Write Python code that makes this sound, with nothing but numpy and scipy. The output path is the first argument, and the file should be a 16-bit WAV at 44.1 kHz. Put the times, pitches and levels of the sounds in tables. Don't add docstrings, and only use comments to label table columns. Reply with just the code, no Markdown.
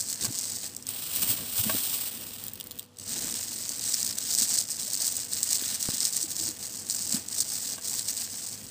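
import sys
import numpy as np
from scipy import signal
from scipy.fft import rfft, irfft
from scipy.io import wavfile
from scipy.ndimage import uniform_filter1d

SR = 44100
rng = np.random.default_rng(int(sys.argv[2]) if len(sys.argv) > 2 else 0)


def generate_wav(signal):
    frames = np.transpose(np.atleast_2d(signal))
    scaled = np.clip(frames, -1, 1) * 32767
    pcm = np.round(scaled).astype(np.int16)
    wavfile.write(sys.argv[1], SR, pcm)


N = 383669

# t/s, level/dB
SLIDE = [(0.85, -50), (0.891, -37.5), (1.1, -35), (1.48, -36.5), (1.73, -28.5), (2.07, -33), (2.11, -38.5),
         (2.46, -43), (2.572, -52), (2.72, -53.5), (2.83, -49.5), (2.901, -77)]
# f/Hz, level/dB
CRINKLE_COLOUR = [(300, -40), (900, -35.5), (1700, -24.5), (2400, -26), (3250, -21.5), (4150, -8),
                  (4800, -3), (5900, -3), (7400, -0.5), (8200, 4.5), (9800, -12.5), (12200, -17.5),
                  (13800, -13.5), (15500, -14.5)]
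# f/Hz, level/dB
RUB_COLOUR = [(300, -21), (1200, -13.5), (2010, -17), (2900, -5.5), (5000, -4.5), (6680, -8.5), (8300, 3.5),
              (10300, -8.5), (11600, -10.5), (12700, -8), (13800, -3), (15500, -1)]
# f/Hz, level/dB
SQUELCH_COLOUR = [(300, -22), (520, -7), (650, 1), (920, -4), (1130, -5.5), (1400, -6.5), (1750, -2.5),
                  (2300, -6), (3000, -2), (5000, -12)]

HAND_OUT_S, LEAVE_S = 0.78, 0.074
HAND_IN_S, RETURN_S = 2.98, 0.0136
REST_S, REST_FADE_S = 2.84, 0.013
USUAL_DB = -32
TOP_HZ = 15500


def grip():
    # t/s, hold/s, level/dB, extra low crunch/dB
    flexes = [(0, 0.0084, -29.5, -4), (0.089, 0.044, -31, 3.5), (0.234, 0.0035, -26.0, 5),
              (0.328, 0.25, -34.0, 3), (0.644, 0.011, -31, 7), (3.091, 0.34, -34, 9),
              (3.482, 0.33, -36.5, 6.5), (3.848, 0.079, -29.5, 5.5), (3.943, 0.17, -31.0, 6.5),
              (4.175, 0.077, -34, 8), (4.29, 0.047, -28.5, 5), (4.389, 0.046, -24.5, 4),
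              (4.495, 0.11, -26.5, 2), (4.706, 0.017, -31, -1), (4.786, 0.11, -34.5, 6.5),
              (4.948, 0.003, -25.5, 3), (5.014, 0.072, -27.5, 2), (5.124, 0.11, -33.5, 4),
              (5.324, 0.18, -32.5, 6), (5.51, 0.046, -25.5, 4), (5.606, 0.144, -31.5, 10),
              (5.81, 0.17, -31.5, 10), (6.027, 0.042, -26.5, 4), (6.134, 0.1, -30.5, 2),
              (6.312, 0.0067, -32, 5), (6.383, 0.11, -31.5, 3), (6.618, 0.053, -36.5, 5),
              (6.734, 0.069, -38, -6), (6.909, 0.16, -32.0, 1), (7.121, 0.034, -27, 2),
              (7.32, 0.097, -34.0, 1), (7.399, 0.004, -26.0, -1), (7.492, 0.089, -31.5, 3),
              (7.622, 0.11, -33, 5.5), (7.853, 0.16, -32.5, 4), (8.093, 0.0074, -27, 4),
              (8.174, 0.069, -32.5, 4.5), (8.324, 0.21, -37, -0.5)]
    slack_db, slack_crunch_db = -44.5, 5.5
    power = undb(slack_db) ** 2
    weighted_crunch = power * slack_crunch_db
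    for start_s, hold_s, db, crunch_db in flexes:
        flex = swell(start_s, hold_s, db)
        power = power + flex
        weighted_crunch = weighted_crunch + flex * crunch_db
    grip_db = 10 * np.log10(power * pause(HAND_OUT_S, LEAVE_S) ** 2)
    return grip_db, weighted_crunch / power


def crinkle(grip_db, crunch_db):
    sizzle_per_crunch = 0.24
    top_fade_db_per_s = 0.04
    times_s, db, decay_s, facet = shower(0, (N - 1) / SR, count=8500, spread_db=2.6,
                                         facet_db=5.5, decay_s=0.00072)
    at = (times_s * SR).astype(int)
    crunch_at_db = crunch_db[at]
    sizzle_db = sizzle_per_crunch * crunch_at_db
    sizzle_db = sizzle_db - top_fade_db_per_s * np.maximum(times_s - HAND_IN_S, 0)

    def gains(hz):
        low = np.interp(hz, [3300, 4600], [1, 0])
        top = np.interp(hz, [8600, 11500], [0, 1])
        fold_gain = undb(crunch_at_db[:, None] * low + sizzle_db[:, None] * top)
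        return response(CRINKLE_COLOUR, hz) * tilt(hz, facet) * fold_gain

    happens = giving_way(grip_db[at], busy_db=-42)
    db = np.where(happens, db + 2.3 * walk(110)[at], -np.inf)
    film = buckles(times_s, db, decay_s, gains)
    return even(film, 0.027) * undb(grip_db - 0.76)


def sliding():
    # t/s, hold/s, level/dB
    strokes = [(1.158, 0.011, -28.5), (1.222, 0.014, -26.5), (1.301, 0.014, -24), (1.591, 0.011, -23.5),
               (1.923, .025, -35.5)]
    slide_db = np.interp(np.arange(N) / SR, *np.transpose(SLIDE), left=-100, right=-100)
    stroke_power = sum(swell(*row) for row in strokes)
    return 10 * np.log10(undb(slide_db) ** 2 + stroke_power)


def rub(rub_db):
    dulling = 0.12
    times_s, db, decay_s, facet = shower(SLIDE[0][0], SLIDE[-1][0], count=4500, spread_db=1.5,
                                         facet_db=-1.0, decay_s=0.00073)
    speed_db = rub_db[(times_s * SR).astype(int)]
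    db = np.where(giving_way(speed_db, busy_db=-37.5), db, -np.inf)
    bright = facet + dulling * (speed_db - USUAL_DB)
    film = buckles(times_s, db, decay_s, lambda hz: response(RUB_COLOUR, hz) * tilt(hz, bright))
    flutter = undb(1.7 * walk(80))
    return even(film * flutter, 0.07) * undb(rub_db - 1.24)


def snaps(grip_db):
    # t/s, level/dB, brightness/(dB per octave)
    creases = [(0.2465, -19, 1), (0.2517, -17, 1), (0.3878, -20, 1), (0.7486, -32, 1), (0.7651, -24, 3),
               (0.8249, -32, 3), (0.8678, -24, 3), (0.8894, -19, 7), (1.1605, -21, 3), (2.4389, -28, 4),
               (2.4664, -30, 5), (2.4818, -27, 4), (2.535, -30, 4), (2.5554, -35, 6), (2.6, -29, -4),
               (2.6097, -27, -5), (2.6401, -36, 6), (2.6699, -34, 1), (2.7102, -30, -3), (2.7161, -32, -3),
               (2.7881, -31, 1), (2.7942, -25, -1), (2.9866, -31, 0), (2.9975, -32, 1), (3.3413, -22, -3),
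               (3.6922, -20, 2), (3.9422, -14, -2), (4.0291, -17, -2), (4.1854, -18, 1), (4.35, -15, 0),
               (4.3858, -15, 0), (4.4206, -17, 2), (4.5878, -16, -2), (5.1669, -19, 0), (5.3338, -17, 1),
               (5.4301, -13, 1), (5.5294, -17, -1), (5.8276, -18, 2), (6.0044, -15, -1), (6.0303, -19, -2),
               (6.052, -13, -2), (6.1669, -16, 1), (6.229, -18, 0), (6.3654, -22, -2), (6.8985, -17, 0),
               (6.9081, -19, -2), (7.2858, -23, -2), (7.4048, -13, 0), (7.9932, -18, 0), (8.1693, -23, 0)]
    crease_decay_s, stray_decay_s = 0.00055, 0.00032
    stray_over_db = 5
    when_s, over_db, stray_s, facet = shower(0, (N - 1) / SR, count=330, spread_db=1.1,
                                             facet_db=0.5, decay_s=stray_decay_s)
    stray_db = grip_db[(when_s * SR).astype(int)] + stray_over_db + over_db
    strays = np.column_stack([when_s, stray_db, facet])
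    times_s, db, bright = np.vstack([creases, strays]).T
    decay_s = np.concatenate([np.full(len(creases), crease_decay_s), stray_s])
    lifted = (times_s > SLIDE[0][0] + 2 * LEAVE_S) & (times_s < REST_S)

    def gains(hz):
        film = np.where(lifted[:, None], response(RUB_COLOUR, hz), response(CRINKLE_COLOUR, hz))
        low_cut = undb(np.interp(hz, [2200, 3200], [-9, 0]))
        return film * tilt(hz, bright) * low_cut

    return buckles(times_s, db, decay_s, gains)


def vegetables(effort_db):
    # t/s, hold/s, rumble level/dB
    shoves = [(0.239, 0.027, -38.5), (1.173, 0.16, -43), (1.389, 0.041, -42), (1.652, 0.11, -41),
              (3.12, 0.23, -45), (4.4, .02, -46), (6.416, 0.072, -49), (7.143, 0.034, -40)]
    # f/Hz, level/dB
    rumble_colour = [(25, -30), (45, -6.5), (62, -10), (98, 1.5), (125, -3.5), (175, -4), (225, 0),
                     (330, -6), (440, -9), (800, -22)]
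    rumble_db, rumble_follow = -50.5, 0.11
    squelch_db, squelch_follow = -50, 0.46
    shove_squelch_db = -6.5
    rumble = colour(rng.standard_normal(N) * undb(1.57 * walk(45)), rumble_colour)
    slips = rng.standard_normal(N) * undb(2.9 * walk(220))
    squelch = colour(slips, SQUELCH_COLOUR)
    shove = np.sqrt(sum(swell(*row) for row in shoves))
    rumble_gain = np.hypot(undb(rumble_db + rumble_follow * effort_db), shove)
    shove_squelch = shove * undb(shove_squelch_db)
    squelch_gain = np.hypot(undb(squelch_db + squelch_follow * effort_db), shove_squelch)
    return (rumble * rumble_gain + squelch * squelch_gain) * pause(REST_S, REST_FADE_S)


def knocks():
    return bumps() + taps() + pop()


def bumps():
    # t/s, peak level/dB, f/Hz, swell time/s
    bump_rows = [(0.29, -33, 118, 0.013), (0.307, -32, 258, 0.0029), (1.235, -35, 184, 0.006),
                 (1.305, -34, 111, 0.015), (1.604, -29.5, 102, 0.011), (1.668, -25, 190, 0.0025),
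                 (1.678, -33.5, 214, 0.026), (1.749, -23, 290, 0.001), (4.422, -38.5, 220, .005),
                 (4.885, -46, 607, 0.0062), (5.624, -30.5, 318, 0.0013), (5.939, -35, 257, 0.0029),
                 (6.245, -37, 330, 0.0063), (6.413, -41, 327, 0.014), (6.493, -37.5, 323, 0.0097),
                 (7.147, -25, 223, .005)]
    t, out = np.arange(N) / SR, np.zeros(N)
    for start_s, db, hz, swell_s in bump_rows:
        near = np.abs(t - start_s) < 6 * swell_s
        age_s = t[near] - start_s
        envelope = 1 / np.cosh(np.pi / 2 * age_s / swell_s)
        out[near] += undb(db) * np.sin(2 * np.pi * hz * age_s) * envelope
    return out


def taps():
    # t/s, ring peak level/dB
    tap_rows = [(0.2477, -32), (1.696, -20), (7.7805, -36.5)]
    # f/Hz, relative level/dB, t60/s
    modes = [(657, 7.5, 0.12), (1120, 14, 0.05), (1590, 11.5, 0.066), (1890, -33, 0.03), (2730, -20, .02)]
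    out = np.zeros(N)
    age_s = np.arange(SR // 5) / SR
    ring = sum(undb(db - 60 * age_s / t60_s) * np.sin(2 * np.pi * hz * age_s)
               for hz, db, t60_s in modes)
    ring = ring / np.abs(ring).max()
    grit = colour(rng.standard_normal(N), SQUELCH_COLOUR)
    for start_s, db in tap_rows:
        at = int(start_s * SR)
        scrape = undb(-4.5) * grit[at:][:len(age_s)] * np.exp(-age_s / 0.0074)
        out[at:][:len(age_s)] += undb(db) * (ring + scrape)
    return out


def pop():
    # t/s, level before envelope/dB, f/Hz, decay/s
    pop_rows = [(5.8888, -18, 122, 0.0024)]
    out = np.zeros(N)
    age_s = np.arange(SR // 5) / SR
    for start_s, db, hz, decay_s in pop_rows:
        onset = (1 - np.exp(-age_s / 0.000084)) ** 2
        fade = np.exp(-age_s / decay_s) * onset
        out[int(start_s * SR):][:len(age_s)] -= undb(db) * fade * np.cos(2 * np.pi * hz * age_s)
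    return out


def kitchen():
    # f/Hz, level/dB
    air_colour = [(25, -32), (100, -1.5), (260, -8.5), (600, -13.5), (1200, -16), (2100, -26), (3200, -17),
                  (8000, -26), (11500, -29), (15400, -42)]
    # f/Hz, rms level/dB
    hum_tones = [(100, -64.5), (247, -66), (491, -66.5)]
    t = np.arange(N) / SR
    hum = sum(np.sqrt(2) * undb(db) * np.sin(2 * np.pi * hz * t + 0.5 * walk(6.5))
              for hz, db in hum_tones)
    return hum + undb(-60.5) * colour(rng.standard_normal(N), air_colour)


def room(x, wet_db, t60_s):
    t = np.arange(SR // 2) / SR
    tail = rng.standard_normal(len(t)) * undb(-60 * t / t60_s) * (t > 0.002)
    tail = tail / np.linalg.norm(tail)
    return x + undb(wet_db) * signal.fftconvolve(x, tail)[:N]


def shower(start_s, end_s, count, spread_db, facet_db, decay_s):
    when, size, ring, facet = rng.random((count, 4)).T
    times_s = start_s + (end_s - start_s) * when
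    db = -spread_db * np.log(size + 0.015)
    return times_s, db, decay_s * 2 ** (2 * ring - 1), facet_db * (2 * facet - 1)


def giving_way(level_db, busy_db):
    return rng.random(len(level_db)) < np.maximum(undb(1.5 * (level_db - busy_db)), 0.07)


def buckles(times_s, db, decay_s, gains, size=384):
    lead = 24
    age = np.maximum(np.arange(size) - lead, 0) / SR / decay_s[:, None]
    shape = age * np.exp(-age)
    hz = np.fft.rfftfreq(size, 1 / SR)
    spectra = rfft(shape * rng.standard_normal((len(times_s), size)))
    bursts = irfft(spectra * gains(hz) * (hz < TOP_HZ), size)
    unit_gain = np.sqrt(SR / 1000 / np.sum(bursts ** 2, axis=1))
    bursts *= (undb(db) * unit_gain)[:, None]
    places = (np.maximum(times_s, 0) * SR).astype(int)[:, None] + np.arange(size)
    return np.bincount(places.ravel(), bursts.ravel(), N + size)[lead:N + lead]


def tilt(hz, db_per_octave):
    return undb(db_per_octave[:, None] * np.log2(np.maximum(hz, 3200) / 8000))


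def swell(start_s, hold_s, db):
    rise_s, fall_s = 0.025, 0.026
    age_s = np.arange(N) / SR - start_s
    log_gain = np.minimum(age_s, 0) / rise_s - np.maximum(age_s - hold_s, 0) / fall_s
    return undb(db) ** 2 * np.exp(2 * np.maximum(log_gain, -20))


def pause(start_s, fade_s):
    still_db = -28.5
    t = np.arange(N) / SR
    leaving = (1 + np.tanh((t - start_s) / fade_s / 2)) / 2
    not_back = (1 + np.tanh((HAND_IN_S - t) / RETURN_S / 2)) / 2
    return 1 - leaving * not_back * (1 - undb(still_db))


def walk(rate_hz):
    knots = rng.standard_normal(4096)
    return 1.2 * np.interp(np.arange(N) / SR * rate_hz, np.arange(len(knots)), knots)


def even(x, span_s):
    span = int(span_s * SR)
    power = uniform_filter1d(uniform_filter1d(x * x, span), span)
    return x / np.sqrt(np.abs(power) + 1e-4 * np.mean(x * x))


def colour(x, points):
    y = irfft(rfft(x) * response(points, np.fft.rfftfreq(N, 1 / SR)), N)
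    return y / y.std()


def response(points, hz):
    f, db = np.transpose(points)
    return undb(np.interp(np.log(hz + 1), np.log(f), db))


def undb(db):
    return 10 ** (np.asarray(db) / 20)


def scene():
    grip_db, crunch_db = grip()
    rub_db = sliding()
    hand_gain = np.hypot(undb(grip_db), undb(rub_db))
    effort_db = 20 * np.log10(hand_gain) - USUAL_DB
    film = crinkle(grip_db, crunch_db) + rub(rub_db) + snaps(grip_db)
    close = film + vegetables(effort_db) + knocks()
    mono = room(close, wet_db=-16, t60_s=0.08) + kitchen()
    return np.array([mono, mono])


def record(dry):
    port_hz, port_width_hz = 15300, 900
    port = signal.lfilter(*signal.iirpeak(port_hz, port_hz / port_width_hz, fs=SR), dry)
    low_pass = signal.ellip(12, 0.2, 70, TOP_HZ, fs=SR, output="sos")
    return signal.sosfilt(low_pass, dry + undb(3) * port)


dry = scene()
out = record(dry)
generate_wav(out)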